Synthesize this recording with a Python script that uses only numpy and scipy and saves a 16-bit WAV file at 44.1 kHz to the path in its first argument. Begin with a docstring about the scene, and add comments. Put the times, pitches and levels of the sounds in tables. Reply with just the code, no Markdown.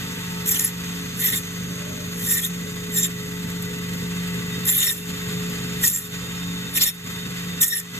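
"""A butcher's bandsaw in the shop, close to a two-port stereo microphone. From the start the motor hums
and the blade hisses in its guides and rings the steel table. From 0.5 s four pieces of meat and bone go
through: the teeth rasp, sing on their passing rate, bite and screech, and the motor sags a little.
After 3.5 s wet meat ticks on the table. From 4.7 s come four more cuts, louder, and the recorder's
gain control ducks the hum after the loudest."""
import sys
import numpy as np
from scipy import signal
from scipy.fft import rfft, irfft, next_fast_len
from scipy.io import wavfile
from scipy.ndimage import uniform_filter1d, minimum_filter1d

SR = 44100
rng = np.random.default_rng(int(sys.argv[2]) if len(sys.argv) > 2 else 0)


def unload_wav(signal):
    """Save mono or channel-first audio to the path in sys.argv[1] as 16-bit WAV at rate SR, clipped to [-1, 1]."""
    wavfile.write(
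        sys.argv[1],
        SR,
        np.round(np.clip(np.atleast_2d(signal).T, -1, 1) * 32767).astype(np.int16),
    )


N = 352359
T = np.arange(N) / SR
SHAFT_HZ, TOOTH_HZ = 25.0, 1846  # shaft turns and passing teeth per second, unloaded

# Levels in the tables are relative: each source adds its own gain.
# the saw swells and fades as the microphone moves: (time [s], hum [dB], hiss [dB], fizz [dB])
MIC_NEARNESS = [(0, -0.5, -37.5, -39.5), (1.5, 0.5, -39.5, -42), (3.1, 1, -41, -42), (4.3, 1, -38.5, -40.5),
                (5.7, 2.5, -37, -40), (6.5, 0, -39.5, -42.5), (7.99, -1.5, -38.5, -41)]
# motor hum: (multiple of the shaft rate, level [dB])
HUM_ORDERS = [(2, -52.5), (3, -60), (4, -46), (5, -41.5), (6, -52), (7, -32.5), (9, -70.5), (10, -55.5),
              (11, -46), (15, -70), (19, -57.5), (20, -60.5)]
# two higher motor whines as the microphone moves: (time [s], order 17 [dB], order 36 [dB])
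MOTOR_WHINES = [(0, -47, -45), (.7, -41.5, -44), (1, -44, -56), (2.3, -43.5, -54.5), (3.1, -39.5, -54),
                (3.9, -42.5, -51), (5.7, -40.5, -54), (6.5, -45.5, -49.5), (7.99, -43, -50.5)]
# cabinet rumble: (frequency [Hz], level [dB])
RUMBLE_SPECTRUM = [(20, -31), (33, -19), (45, -15), (80, 1.5), (140, 1.5), (230, 2), (330, -10), (480, -8),
                   (750, -25), (1500, -30)]
# blade rubbing in its guides: (frequency [Hz], level [dB])
HISS_SPECTRUM = [(300, -17), (750, -4), (1000, -7.5), (1450, -2.5), (2000, -2.5), (2900, -9.5), (4200, -4),
                 (5800, -10), (8000, -34)]
# fine hiss of the teeth in the air: (frequency [Hz], level [dB])
FIZZ_SPECTRUM = [(2500, -5), (4800, -46), (6000, 9), (7500, 9.5), (9000, 5.5), (11000, 0.5), (12500, 7),
                 (14000, 2.5), (15500, -44)]
# ring of blade and table: (frequency [Hz], width [Hz], level [dB])
STEEL_MODES = [(1130, 180, 2), (1286, 9.5, 7), (1511, 59, 5.5), (1892, 41, 6.5), (2032, 68, 5.5),
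               (2330, 140, -4), (2478, 87, 7), (2670, 39, 12.5), (2920, 74, 11), (3150, 40, 10),
               (3450, 100, 6.5), (3658, 56, 9.5), (4175, 44, 4.5), (4640, 46, 2.5), (4880, 52, 7.5),
               (5400, 68, 5.5)]
# a narrow band of hiss that drifts between 6.4 and 7 kHz: (time [s], frequency [Hz], level [dB])
DRIFTING_HUMP = [(0, 6380, -47.5), (2.2, 6520, -42.5), (3.3, 6670, -49.5), (5.5, 6990, -44),
                 (7.99, 6600, -48)]
# three resonances of the free blade: (frequency [Hz])
WHIRR_PITCHES = [1983, 2687, 3660]
# their unsteady strength: (time [s], low [dB], middle [dB], high [dB])
WHIRR_LEVELS = [(0, -47, -48, -66), (1.6, -52, -75, -55), (3.2, -45.5, -59, -48), (3.9, -48, -48.5, -53.5),
                (4.5, -42.5, -46, -45), (5.7, -56, -47, -45.5), (6.5, -53, -51, -40.5),
                (7.99, -45, -48, -46)]
# meat handled on the table: (time [s], level [dB], decay [s])
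MEAT_TICKS = [(3.501, -31, .004), (3.6233, -27, 0.004), (3.9371, -35, .004), (5.498, -34, 0.0044),
              (7.42, -39, .004)]
# pieces pushed through the blade:
# (time [s], length [s], ease-in [s], ease-out [s], rasp [dB], push change by the end [dB], drag [dB])
PIECES = [(0.468, 0.21, 0.011, 0.032, -27.5, 2.5, -56), (1.195, 0.18, 0.034, 0.036, -26.5, 0, -52),
          (2.26, 0.2, 0.13, .03, -27, -10, -60), (2.95, 0.12, 0.049, 0.021, -29.5, -5, -54),
          (4.675, 0.23, 0.018, 0.11, -24, 3.5, -44), (5.841, 0.13, 0.041, 0.099, -20, 1.5, -53),
          (6.755, 0.19, 0.032, 0.027, -27.5, -15, -43), (7.632, 0.17, 0.015, 0.018, -12, -10, -45)]
# teeth meeting a hard wall of bone: (peak time [s], length [s], rasp [dB], grinding [dB], singing [dB])
BONE_BITES = [(0.462, 0.0056, -24.5, -38, -54), (0.489, 0.015, -20, -39, -57),
              (0.521, 0.019, -19, -38, -38), (0.56, 0.03, -31, -30, -43), (0.595, 0.0065, -22, -29, -47),
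              (0.609, 0.012, -25, -34, -28.5), (0.645, 0.0046, -24, -33, -33),
              (1.231, 0.031, -31, -30, -52), (1.279, 0.036, -22.5, -29, -28),
              (1.338, 0.027, -27, -27.5, -34), (1.379, 0.024, -30.5, -33.5, -52),
              (2.331, 0.075, -19.5, -33.5, -32), (2.385, 0.029, -31, -31, -35),
              (2.449, 0.04, -24.5, -33, -44), (2.986, 0.036, -21, -32.5, -34),
              (3.048, 0.026, -25, -28.5, -32), (4.656, 0.0076, -25, -35, -46),
              (4.69, 0.015, -21, -26.5, -45), (4.744, 0.04, -35, -26, -49),
              (4.826, 0.063, -18.5, -22.5, -37), (4.889, 0.052, -22, -24, -26),
              (5.846, 0.019, -18, -27, -24.5), (5.88, 0.021, -11, -28, -53),
              (6.773, 0.023, -18.5, -25, -31), (6.831, 0.029, -16.5, -21.5, -38),
              (6.875, 0.04, -17, -20.5, -28), (7.623, 0.017, -12.5, -37, -41),
              (7.64, 0.022, -22, -25.5, -20), (7.733, 0.015, -24, -25, -12),
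              (7.771, 0.046, -34, -26.5, -23.5)]
# rasp of the teeth: (frequency [Hz], level [dB])
RASP_SPECTRUM = [(300, -73), (800, -23.5), (1400, 1), (2100, -52), (3000, -14.5), (4500, -7), (6000, 4),
                 (7000, 9.5), (8200, 9.5), (9700, -5.5), (10500, 9.5), (11500, 9.5), (13000, 10),
                 (14300, 13.5), (15500, -20)]
# grinding in bone: (frequency [Hz], level [dB])
GRIND_SPECTRUM = [(500, -1), (1400, -8.5), (2050, 10.5), (2800, 2), (3600, 13), (4500, 3.5), (6000, -67),
                  (10000, -32)]
# low tooth tone, following the singing: (multiple of the tooth rate, level [dB])
SING_PARTIALS = [(1, 6.5), (2, -11.5), (3, 1.5)]
# high tooth tone, following the rasp: (multiple of the tooth rate, level [dB])
RASP_PARTIALS = [(3, 4), (4, 11.5), (5, 14.5), (6, 17), (7, 15), (8, -18.5)]
# the blade is pinched: (peak time [s], multiple of the tooth rate, level [dB], length [s])
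PINCH_SQUEALS = [(.494, 4, -17, 0.0083), (.517, 7, -20, .012), (.65, 6, -15, 0.0091), (1.26, 7, -21, 0.031),
                 (1.265, 4, -32, 0.033), (1.282, 2, -38, .024), (1.345, 2, -29, 0.04),
                 (1.37, 4, -24, 0.025), (2.31, 6, -28, 0.039), (2.3, 4, -28, 0.045),
                 (2.332, 7, -25.5, .018), (2.317, 2, -38, 0.1), (2.447, 4, -22.5, .007),
                 (2.457, 2, -21.5, 0.011), (2.986, 2, -31, 0.035), (3.045, 2, -29, 0.035),
                 (2.985, 4, -26, 0.054), (3.041, 4, -19.5, 0.025), (4.698, 4, -14, 0.0097),
                 (4.74, 6, -17, 0.054), (4.774, 7, -15, 0.018), (4.82, 2, -22, 0.069),
                 (4.897, 2, -18, 0.018), (4.881, 3, -13.5, 0.01), (5.89, 6, -24, 0.011),
                 (5.959, 4, -15.5, 0.033), (5.955, 7, -21, 0.047), (6.822, 3, -18, 0.011),
                 (6.825, 4, -20, 0.02), (6.831, 7, -17, 0.015), (6.874, 5, -18, 0.03),
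                 (6.86, 2, -22.5, 0.058), (6.879, 7, -16, .012), (6.883, 3, -17, 0.025),
                 (7.612, 2, -25, 0.0085), (7.651, 3, -20, .009), (7.713, 3, -24, 0.015),
                 (7.764, 6, -12.5, 0.015)]
# the blade twists in bone:
# (peak time [s], frequency [Hz], glide [Hz/s], width [Hz], level [dB], length [s])
TWIST_SCREECHES = [(.497, 2380, -8000, 300, -32, .008), (0.53, 5650, 0, 500, -33, .016),
                   (0.568, 3050, 3000, 300, -27, 0.015), (0.563, 6240, 0, 700, -24, .011),
                   (.597, 6700, 0, 1300, -18, 0.0043), (.597, 9600, 0, 1800, -18, .004),
                   (1.249, 1996, -1000, 220, -32, 0.049), (1.292, 5900, 8000, 900, -35, 0.018),
                   (1.342, 2050, 0, 250, -27, .014), (1.343, 4500, 0, 250, -40, .025),
                   (2.34, 5730, 0, 600, -36, .03), (2.441, 3430, 8000, 250, -28, .02),
                   (3.02, 6720, 0, 1200, -29, 0.048), (3.031, 5770, 0, 550, -29, 0.012),
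                   (4.668, 12200, 0, 1800, -20, .005), (4.722, 12100, 12, 1710, -18.5, 0.064),
                   (4.78, 2060, 0, 250, -26, 0.0036), (4.816, 7030, -3000, 602, -21, 0.035),
                   (4.865, 1990, -2000, 296, -37, 0.04), (5.843, 3300, -10000, 502, -32, 0.012),
                   (5.852, 10430, 0, 500, -16, 0.0078), (5.853, 6760, 15000, 450, -18, 0.0074),
                   (5.86, 4830, -20000, 702, -27, 0.013), (6.782, 2378, 0, 403.3, -22, 0.0065),
                   (6.829, 4530, 6002, 1100, -23, 0.039), (6.831, 5990, -10000, 803, -26, 0.015),
                   (6.839, 7030, -20000, 385, -11, 0.0066), (7.616, 7080, 0, 700, -34, 0.0048),
                   (7.648, 6250, 0, 905, -31, .009), (7.722, 3680, 0, 220, -20, 0.034),
                   (7.761, 1890, 0, 179, -28, 0.042)]
# how alike the two microphone ports sound: (frequency [Hz], likeness [0-1])
PORT_LIKENESS = [(60, .995), (200, .95), (450, .8), (800, .6), (2200, .55), (3000, .4), (3700, .22),
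                 (4300, .45), (5000, .8), (7000, .94), (15000, .94)]
# the machine reaches the left port first: (frequency [Hz], phase lead [rad])
MACHINE_PHASE = [(60, 0), (170, .25), (450, .8), (850, 2.5), (1450, .6), (2000, 1.7), (3000, 3.2),
                 (4900, 3.2), (6900, 6.28), (9700, 9.42), (12400, 12.57), (15100, 15.7)]
# the cut at the left port against the right: (frequency [Hz], phase lead [rad])
CUT_PHASE = [(60, 0), (500, -1), (1000, -2.6), (1900, -.5), (2600, -2.8), (3200, -3.2), (4900, -3.1),
             (6900, 0), (9700, 3.14), (12400, 6.28), (15100, 9.42)]


def gain_of(db):
    """Decibels to amplitude."""
    return 10 ** (np.asarray(db) / 20)


def evened(x):
    """Scales to rms 1."""
    return x / np.sqrt(np.mean(x ** 2) + 1e-20)


def read(points, hz):
    """Reads a table on a log-frequency axis."""
    f, value = np.transpose(points)
    return np.interp(np.log(hz + 1), np.log(f + 1), value)


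def curve(rows, column):
    """One column of a table over time."""
    rows = np.array(rows)
    return np.interp(T, rows[:, 0], rows[:, column])


def swell(s, length):
    """A smooth rise and fall that peaks at time s."""
    return np.exp(-2 * np.minimum(((T - s) / length) ** 2, 20))


def lagged(x, lag_s):
    """Follows x sluggishly."""
    keep = np.exp(-1 / (lag_s * SR))
    return signal.lfilter([1 - keep], [1, -keep], x)


def drift(rate_hz, step=32):
    """Smooth random wander of rms 1, no faster than about rate_hz."""
    count = N // step + 2
    rolloff = 1 + (np.fft.rfftfreq(count, step / SR) / rate_hz) ** 4
    slow = irfft(rfft(rng.standard_normal(count)) / rolloff, count)
    return np.interp(np.arange(N) / step, np.arange(count), evened(slow))


def flicker(depth_db, rate_hz=90):
    """Quick random changes of gain, of rms 1."""
    return evened(gain_of(depth_db * np.tanh(drift(rate_hz))))


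def filtered(x, response):
    """Applies a frequency response, given as a function of Hz."""
    size = next_fast_len(N + 4096, True)
    return irfft(rfft(x, size) * response(np.fft.rfftfreq(size, 1 / SR)), size)[..., :N]


def noise(colour, gate=1):
    """Two streams of gated, coloured noise of rms 1: near and scattered."""
    return evened(filtered(gate * rng.standard_normal((2, N)), colour))


def band(hz, width_hz):
    """Two streams of narrow noise of rms 1 round a frequency that may move."""
    carrier = np.exp(2j * np.pi * np.cumsum(hz * np.ones(N)) / SR)
    return np.array([(carrier * (drift(width_hz) + 1j * drift(width_hz))).real for _ in range(2)])


def shop_murmur(s=1.9, length_s=0.18, hz=590, db=-45.5):
    """A faint, dull swell of noise somewhere in the shop."""
    return band(hz, width_hz=60) * gain_of(db) * np.exp(-((T - s) / length_s) ** 2)


def motor(speed, waver_db=1.6, waver_rad=0.38, rumble_db=-38.5, lumpy_db=2.0):
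    """Harmonics of the turning shaft waver in the rumble of the cabinet."""
    turns = np.cumsum(SHAFT_HZ * speed) / SR
    whines = [(17, curve(MOTOR_WHINES, 1)), (36, curve(MOTOR_WHINES, 2))]
    hum = np.zeros(N)
    for order, db in HUM_ORDERS + whines:
        level = gain_of(db + waver_db * drift(3.8))
        hum += level * np.cos(2 * np.pi * (order * turns + rng.random()) + waver_rad * drift(1.85))
    rumble = noise(lambda hz: gain_of(read(RUMBLE_SPECTRUM, hz)))
    rumble *= gain_of(rumble_db + lumpy_db * drift(8.6))
    return rumble + np.sqrt(2) * np.array([hum, np.zeros(N)])  # the hum has no scattered part


def steel(hz, ring_db):
    """Gain of the blade and table resonances."""
    peaks = sum(gain_of(db + ring_db) ** 2 / (1 + (2 * (hz - f) / width) ** 2)
                for f, width, db in STEEL_MODES)
    return np.sqrt(1 + peaks)


def plate(hz):
    """Gain of the many close, weak modes of the steel table, some tens of Hz apart."""
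    grid_hz = np.arange(0, SR / 2, 22)
    ripple_db = 3.2 * np.clip(rng.standard_normal(len(grid_hz)), -1.6, 1.6) / (1 + grid_hz / 12000)
    return gain_of(np.interp(hz, grid_hz, ripple_db))


def guides(strain, hiss_db=3, ring_db=4.0, flutter_db=1.0, strain_db=4):
    """The blade rubs through its guides and rings the steel; its fizz and a drifting narrow band of hiss grow
    under strain."""
    rub = gain_of(flutter_db * drift(40))
    hiss = noise(lambda hz: gain_of(read(HISS_SPECTRUM, hz)) * steel(hz, ring_db) * plate(hz), rub)
    hiss *= gain_of(hiss_db + curve(MIC_NEARNESS, 2))
    fizz = noise(lambda hz: gain_of(read(FIZZ_SPECTRUM, hz)) * plate(hz), rub)
    fizz *= gain_of(curve(MIC_NEARNESS, 3))
    whistle = band(curve(DRIFTING_HUMP, 1), width_hz=480) * gain_of(curve(DRIFTING_HUMP, 2))
    return hiss + (fizz + whistle) * gain_of(strain_db * strain)


def whirr(width_hz=22, flutter_db=3.0, wander_hz=14):
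    """The running blade flutters: its resonances swell, fade and wander a little in pitch."""
    out = np.zeros((2, N))
    for column, hz in enumerate(WHIRR_PITCHES, 1):
        ring = band(hz + wander_hz * drift(5.95), width_hz)
        out += ring * flicker(flutter_db, rate_hz=13) * gain_of(curve(WHIRR_LEVELS, column))
    return out


def meat_ticks():
    """Short bright smacks of wet meat on steel."""
    envelope = sum(gain_of(db) * (T >= s) * np.exp(-abs(T - s) / decay) for s, db, decay in MEAT_TICKS)
    return envelope * noise(lambda hz: gain_of(read(RASP_SPECTRUM, hz)))


def feed(ease_db=20, drag_s=0.06):
    """Rasp amplitude as each piece is eased in, pushed and let go, and its cut face drags on the blade."""
    out = np.zeros(N)
    for s, length, ease_in, ease_out, db, push_db, drag_db in PIECES:
        progress = np.clip((T - s) / length, 0, 1)
        eased_off = np.maximum((s - T) / ease_in, 0) + np.maximum((T - s - length) / ease_out, 0)
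        out += gain_of(db + push_db * progress - ease_db * np.minimum(eased_off, 10))
        out += gain_of(drag_db) * (T > s + length) * np.exp(-abs(T - s - length) / drag_s)
    return out


def bites():
    """Amplitudes of rasp, grinding and singing while the teeth are in hard bone."""
    return sum(gain_of(levels)[:, None] * swell(s, length) for s, length, *levels in BONE_BITES)


def speed_under(load, sag=.011, inertia_s=0.062):
    """The wheels slow a little under load and take a moment to recover."""
    return 1 - sag * lagged(np.tanh(load / .04), inertia_s)


def screeches():
    """The blade twists in bone: short bursts of gliding resonance, rough with the chatter of the teeth."""
    out = np.zeros((2, N))
    t = np.arange(-.1, .1, 1 / SR)
    offset_hz = np.fft.fftfreq(len(t), 1 / SR)
    for s, hz, glide, width, db, length in TWIST_SCREECHES:
        real, imag = rng.standard_normal((2, 2, len(t)))
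        chatter = np.fft.ifft((real + 1j * imag) / (1 + (offset_hz / width) ** 2) ** 2)
        tone = evened((chatter * np.exp(2j * np.pi * (hz + glide * t / 2) * t)).real)
        start = round((s + t[0]) * SR)
        out[:, start:start + len(t)] += gain_of(db) * np.exp(-2 * (t / length) ** 2) * tone
    return out


def squeals(teeth, level_db=-1, rough_db=7.5, smear_rad=0.54):
    """The pinched blade locks onto one harmonic of the tooth rate for a moment."""
    out = np.zeros((2, N))
    for multiple in sorted({row[1] for row in PINCH_SQUEALS}):
        envelope = sum(gain_of(db) * swell(s, length)
                       for s, k, db, length in PINCH_SQUEALS if k == multiple)
        for stream in out:
            rough = flicker(rough_db, rate_hz=120)
            waver = smear_rad * drift(140) + drift(6.1)
            stream += envelope * rough * np.cos(2 * np.pi * multiple * teeth + waver)
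    return np.sqrt(2) * gain_of(level_db) * out


def tooth_tone(teeth, partials, smear_rad, flare_db):
    """Harmonics of the tooth rate; each flares, fades and wavers as the blade twists in the slot."""
    out = np.zeros((2, N))
    for multiple, db in partials:
        for stream in out:
            waver = smear_rad * (drift(35) + .3 * drift(160))
            level = gain_of(db) * flicker(flare_db, rate_hz=25)
            stream += level * np.cos(2 * np.pi * multiple * teeth + waver)
    return evened(out)


def blade_flex(x, depth_db=3.4):
    """Resonances of the flexing blade come and go, each some hundreds of Hz wide and about 10 ms long."""
    spectra = signal.stft(x, nperseg=256)[2]
    field = uniform_filter1d(rng.standard_normal(spectra.shape[1:]), size=3, axis=0)  # across frequency
    field = evened(uniform_filter1d(field, size=4, axis=1))  # across time
    gains = evened(gain_of(depth_db * np.clip(field, -2, 2)))
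    return signal.istft(spectra * gains, nperseg=256)[1][:, :N]


def cutting(speed, push, bite, rasp_db=-1, high_tone_db=-3.5, ring_db=-3, chip_db=4, jitter=.006):
    """Each tooth tears off a chip of random size; the train of teeth also sings."""
    teeth = np.cumsum(TOOTH_HZ * speed * (1 + jitter * drift(50))) / SR  # teeth passed so far
    chip_size = gain_of(chip_db * rng.uniform(0.79, 1, N))[teeth.astype(int)]
    chips = chip_size * (1.6 + np.exp(-(teeth % 1) / 0.15))  # strongest as each tooth enters
    rasp = noise(lambda hz: gain_of(read(RASP_SPECTRUM, hz)) * plate(hz), chips)
    grind = noise(lambda hz: gain_of(read(GRIND_SPECTRUM, hz)) * steel(hz, ring_db) * plate(hz), chips)
    # the level flickers as the teeth cross hard and spongy tissue
    grainy_push = push * flicker(depth_db=3)
    rasping, grinding, singing = np.hypot(bite, grainy_push * gain_of([[0], [-15], [-17]]))
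    rasp *= gain_of(rasp_db) * rasping * flicker(depth_db=3, rate_hz=210)
    grind *= grinding * flicker(depth_db=3)
    tearing = blade_flex(rasp + grind)
    high_tone = tooth_tone(teeth, RASP_PARTIALS, smear_rad=1.12, flare_db=4) * rasping
    low_tone = tooth_tone(teeth, SING_PARTIALS, smear_rad=1.19, flare_db=5) * singing
    return tearing + high_tone * gain_of(high_tone_db) + low_tone + squeals(teeth)


def microphone(streams, phase_lead):
    """The left port hears the near sound; the right hears it phase-shifted, with scattered sound."""
    def likeness(hz):
        return np.clip(read(PORT_LIKENESS, hz), 0, 1)
    near, scattered = streams
    shifted = filtered(near, lambda hz: likeness(hz) * np.exp(-1j * read(phase_lead, hz)))
    diffuse = filtered(scattered, lambda hz: np.sqrt(1 - likeness(hz) ** 2))
    return np.array([near, shifted + diffuse])


def gain_control(x, threshold_db=-19, sense_s=0.022, hold_s=0.13, glide_s=0.0048):
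    """On a loud cut the recorder turns everything down; the gain holds, then glides back."""
    level_db = 10 * np.log10(lagged((x ** 2).mean(0), sense_s) + 1e-12)
    excess_db = np.maximum(level_db - threshold_db, 0)
    half = int(hold_s * SR / 2)
    held_db = -minimum_filter1d(-excess_db, 2 * half + 1, origin=half)
    return x * gain_of(-lagged(held_db, glide_s))


def scene(full_load_db=-20, recover_s=0.35, hum_sink_db=6):
    """The saw from close by; under load the hum sinks and the blade fizzes more."""
    push, bite = feed(), bites()
    bone_rasp, bone_grind, _ = bite
    speed = speed_under(bone_grind)
    strain = lagged(np.tanh((push + bone_rasp) / gain_of(full_load_db)), recover_s)
    hum = motor(speed) * gain_of(curve(MIC_NEARNESS, 1) - hum_sink_db * strain)
    machine = microphone(hum + guides(strain) + whirr() + shop_murmur(), MACHINE_PHASE)
    cuts = microphone(cutting(speed, push, bite) + screeches() + meat_ticks(), CUT_PHASE)
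    return (machine + cuts) * gain_of([[-.2], [.2]])  # a touch louder on the right


def record(dry, ceiling=.72, edge_hz=15450):
    """The recorder: gain control, the loudest peaks rounded off, then the band limit."""
    ducked = gain_control(dry)
    rounded = ducked / (1 + (ducked / ceiling) ** 4) ** (1 / 4)
    lowpass = signal.firwin(511, edge_hz, window=("kaiser", 9), fs=SR)
    return signal.oaconvolve(rounded, lowpass[None], "same")


dry = scene()
out = record(dry)
unload_wav(out)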